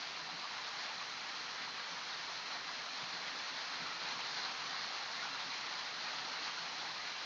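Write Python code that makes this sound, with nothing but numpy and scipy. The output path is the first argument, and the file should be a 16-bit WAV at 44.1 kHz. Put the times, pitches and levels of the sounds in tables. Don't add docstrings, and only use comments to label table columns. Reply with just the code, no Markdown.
import sys
import numpy as np
from scipy import signal
from scipy.fft import rfft, irfft
from scipy.io import wavfile
from scipy.ndimage import uniform_filter1d

SR = 44100
rng = np.random.default_rng(int(sys.argv[2]) if len(sys.argv) > 2 else 0)


def waveform_to_disk(signal):
    frames = np.transpose(np.atleast_2d(signal))
    scaled = np.clip(frames, -1, 1) * 32767
    samples = np.round(scaled).astype(np.int16)
    wavfile.write(sys.argv[1], SR, samples)


N = 319725

# f/Hz, relative level/dB
SPLASH_EQ = [(200, -20.5), (400, -13.5), (610, -7), (740, -3), (1050, -1.95), (1800, -2), (2400, -3.5),
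             (3000, -5), (3820, -3.5), (4050, -1), (4600, -3.5), (5200, -7), (6000, -10.5), (6800, -19.5)]


def wash(flurry_db, spray_db, drift_db=0.5, flicker_db=0.73):
    edges_hz = np.geomspace(250, 8000, 9)
    common_db = drift_db * walk(rate_hz=24)
    out = 0
    for lo_hz, hi_hz in zip(edges_hz, edges_hz[1:]):
        flurry_share = np.interp(lo_hz, [400, 800], [0, 1])
        spray_share = np.interp(lo_hz, [2300, 4500], [0, 1])
        gain_db = common_db + flicker_db * walk(rate_hz=18)
        gain_db += flurry_share * flurry_db + spray_share * spray_db
        out += band(impacts(per_s=9000, spread_db=4), lo_hz, hi_hz) * undb(gain_db)
    return level(colour(out, SPLASH_EQ))


def ticks():
    clicks = reflect(impacts(per_s=400, spread_db=4.5), t60_s=0.13, wet_db=-3)
    return level(colour(band(clicks, 600, SR / 2), SPLASH_EQ), -8)


def plinks(count=800, attack_s=0.0015, decay_s=0.011, spread_db=2, rise_per_s=1.5):
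    t = np.arange(SR // 10) / SR
    out = np.zeros(N + len(t))
    for when, pitch, size, phase in rng.random((count, 4)):
        hz = 750 * (5000 / 750) ** pitch
        cycles = hz * (t + rise_per_s * t ** 2 / 2) + phase
        ring = np.sin(2 * np.pi * cycles) * (1 - np.exp(-t / attack_s)) * np.exp(-t / decay_s)
        start = int(when * N)
        out[start:start + len(t)] += undb(spread_db * (2 * size - 1)) * ring
    return level(colour(out[:N], SPLASH_EQ), -10)


def splatters(attack_s=0.0008):
    # f/Hz, width/Hz, rate/(1/s), power decay/s, level/dB re wash
    resonances = [(762, 92, 19, 0.048, -25), (1050, 200, 17, 0.028, -18), (1336, 160, 11, 0.031, -20),
                  (1656, 81, 14, .025, -23), (1880, 260, 14, 0.048, -18)]
    t = np.arange(SR // 4) / SR
    out = 0
    for hz, width_hz, per_s, decay_s, db in resonances:
        burst = (1 - np.exp(-t / attack_s)) * np.exp(-t / decay_s)
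        power = signal.fftconvolve(impacts(per_s, spread_db=1.5) ** 2, burst)[:N]
        spray = resonate(rng.standard_normal(N), hz, width_hz)
        out += level(spray * np.sqrt(np.abs(power)), db)
    return out


def high_ring(flicker_db=0.5):
    # f/Hz, width/Hz, level/dB re wash
    modes = [(3995, 110, -18), (4102, 81, -18.5), (4240, 110, -17), (4386, 150, -18)]
    out = 0
    for hz, width_hz, db in modes:
        out += level(resonate(impacts(per_s=1200, spread_db=2), hz, width_hz), db)
    return out * undb(flicker_db * walk(rate_hz=25))


def pitched_bursts(width_hz=420):
    # t/s, f/Hz, level at crest/dB, Gaussian sigma/s
    bursts = [(0.296, 950, -49.5, 0.013), (0.445, 1120, -47.5, 0.018), (1.787, 1280, -48, 0.0097),
              (1.803, 1660, -47, .008), (2.55, 850, -50, 0.022), (3.915, 1335, -48, .011),
              (4.21, 2900, -50, .012), (4.365, 1590, -49.5, .01), (4.393, 1570, -47, .008),
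              (4.463, 1480, -45.5, 0.012), (4.748, 1250, -47, .015), (5.15, 1765, -49.5, .009),
              (5.207, 2020, -48, .012), (5.24, 1260, -43.5, 0.013), (5.261, 950, -45, 0.013),
              (5.356, 1250, -49, .012), (5.418, 3700, -50, .011), (5.53, 2320, -50, 0.022),
              (6.322, 1450, -48, 0.0088), (6.342, 1040, -47.5, .011), (6.365, 1550, -48, .012),
              (6.493, 1240, -45.5, 0.011), (6.674, 780, -50, 0.0087), (6.807, 3470, -49, .009),
              (6.898, 1080, -48, .01)]
    bassless = band(rng.standard_normal(N), 680, SR / 2)
    out = 0
    for at_s, hz, db, sigma_s in bursts:
        swell = gaussian(at_s, sigma_s)
        out += level(resonate(bassless, hz, width_hz) * swell, db) * np.sqrt(np.mean(swell ** 2))
    return out


def drumming(flicker_db=1.1):
    # f/Hz, relative level/dB
    shelter_eq = [(20, -16), (70, -14.5), (100, -15.5), (130, -3), (165, -1), (210, -2.5), (255, .5),
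                  (340, -5), (480, -2.5), (700, -15), (1500, -39.5)]
    body = colour(impacts(per_s=2500, spread_db=4.5), shelter_eq)
    return level(body, -63) * undb(flicker_db * walk(rate_hz=14))


def thumps(attack_s=0.013, decay_s=0.018):
    # t/s, peak level/dB, mode tilt/(dB/octave)
    hits = [(.32, -52, -8), (1.905, -52.5, 0), (3.0, -50.5, -13), (3.128, -52.5, -7), (3.499, -53, 12),
            (3.79, -51, 8), (4.14, -56, -13), (5.444, -52.5, 4), (6.585, -58, -10)]
    # f/Hz, relative level before tilt/dB, t60/s
    modes = [(137.5, -5.5, 0.064), (173, 1, .15), (258, 4, 0.097)]
    t = np.arange(SR // 2) / SR
    out = np.zeros(N + len(t))
    bass_cut = signal.butter(6, 125, "highpass", fs=SR, output="sos")
    for at_s, peak_db, tilt_db_oct in hits:
        ring = 0
        for hz, mode_db, t60_s in modes:
            envelope_db = mode_db + tilt_db_oct * np.log2(hz) - 60 * t / t60_s
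            ring += undb(envelope_db) * np.sin(2 * np.pi * hz * t)
        push = rng.standard_normal(len(t)) * (1 - np.exp(-t / attack_s)) * np.exp(-t / decay_s)
        thump = signal.sosfilt(bass_cut, signal.fftconvolve(push, ring)[:len(t)])
        start = int(at_s * SR)
        out[start:start + len(t)] += undb(peak_db) * thump / np.abs(thump).max()
    return out[:N]


def rainfall(steady_db=-45.21, surge_db=2, peak_s=4.1, build_s=0.73, ease_s=3.5):
    since_s = np.arange(N) / SR - peak_s
    tau_s = np.where(since_s < 0, build_s, ease_s)
    return steady_db + surge_db * np.exp(-np.abs(since_s) / tau_s)


def flurries():
    # t/s, Gaussian sigma/s, rise/dB, extra ring/dB, extra spray/dB
    bunches = [(.685, .014, .5, 6, 2.5), (0.815, .03, 1.8, 0, 1.5), (0.998, .014, 1.5, 0, 0),
               (3.467, .06, 1.5, -1, -0.5), (3.812, .014, 0, 6, 0), (4.114, 0.02, 1.5, 5, 0.5),
               (4.197, .016, 1.5, 5, -1), (4.31, .028, 1.2, -4, 2.5), (4.38, 0.0093, 2.5, 3, .8),
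               (4.442, .02, 1.1, 8, -1), (4.88, .03, -0.6, 3, 1.2), (5.792, 0.011, 1, 6, 1),
               (6.09, .014, 0.5, -1, -1.5), (6.329, .022, 0, 7, 0), (6.471, .012, 1.5, 4, 0.5),
               (6.59, .014, 0, 6, 1.5), (7.081, .016, 3.4, 1, -1.5)]
    return sum(np.outer(rises_db, gaussian(at_s, sigma_s)) for at_s, sigma_s, *rises_db in bunches)


def impacts(per_s, spread_db):
    landed = rng.random(N) < per_s / SR
    size = undb(spread_db * np.clip(rng.standard_normal(N), -2, 2))
    return level(landed * size * rng.choice([-1, 1], N))


def reflect(x, t60_s, wet_db):
    t = np.arange(SR // 2) / SR
    tail = rng.standard_normal(len(t)) * undb(-60 * t / t60_s)
    return level(x + undb(wet_db) * signal.fftconvolve(x, tail / np.linalg.norm(tail))[:N])


def resonate(x, hz, width_hz):
    sos = signal.butter(2, [hz - width_hz / 2, hz + width_hz / 2], "bandpass", fs=SR, output="sos")
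    return signal.sosfilt(sos, x)


def colour(x, points):
    hz, db = np.transpose(points)
    bins_hz = np.maximum(np.arange(N // 2 + 1) * SR / N, 1)
    return irfft(rfft(x) * undb(np.interp(np.log(bins_hz), np.log(hz), db)), N)


def band(x, lo_hz, hi_hz):
    bins_hz = np.arange(N // 2 + 1) * SR / N
    return irfft(rfft(x) * ((bins_hz >= lo_hz) & (bins_hz < hi_hz)), N)


def walk(rate_hz):
    hold = int(SR / rate_hz)
    steps = np.repeat(rng.standard_normal(N // hold + 1), hold)
    return level(uniform_filter1d(uniform_filter1d(steps, hold), hold)[:N])


def gaussian(at_s, sigma_s):
    return np.exp(-((np.arange(N) / SR - at_s) / sigma_s) ** 2 / 2)


def level(x, db=0):
    return x * undb(db) / np.sqrt(np.mean(x ** 2))


def undb(db):
    return 10 ** (np.asarray(db) / 20)


def scene():
    rain_db = rainfall()
    flurry_db, ring_db, spray_db = flurries()
    near = (splatters() + plinks() + high_ring() * undb(ring_db)) * undb(flurry_db)
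    far = wash(0.85 * flurry_db, spray_db)
    hiss = (far + near + ticks()) * undb(rain_db)
    shelter = drumming() * undb(0.86 * (rain_db - rain_db.mean())) + thumps()
    return np.tile(hiss + pitched_bursts() + shelter, (2, 1))


def record(dry, treble_cut_hz=6880, top_hz=15700):
    # f/Hz, relative level/dB
    fizz_eq = [(7200, -8), (7700, 20.5), (8700, 1), (15500, -1.5)]
    treble_lowpass = signal.ellip(10, 0.1, 60, treble_cut_hz, fs=SR, output="sos")
    top_lowpass = signal.ellip(10, 0.1, 60, top_hz, fs=SR, output="sos")
    fizz = level(colour(rng.standard_normal(N), fizz_eq), -87.5)
    return signal.sosfilt(top_lowpass, signal.sosfilt(treble_lowpass, dry) + fizz)


dry = scene()
out = record(dry)
waveform_to_disk(out)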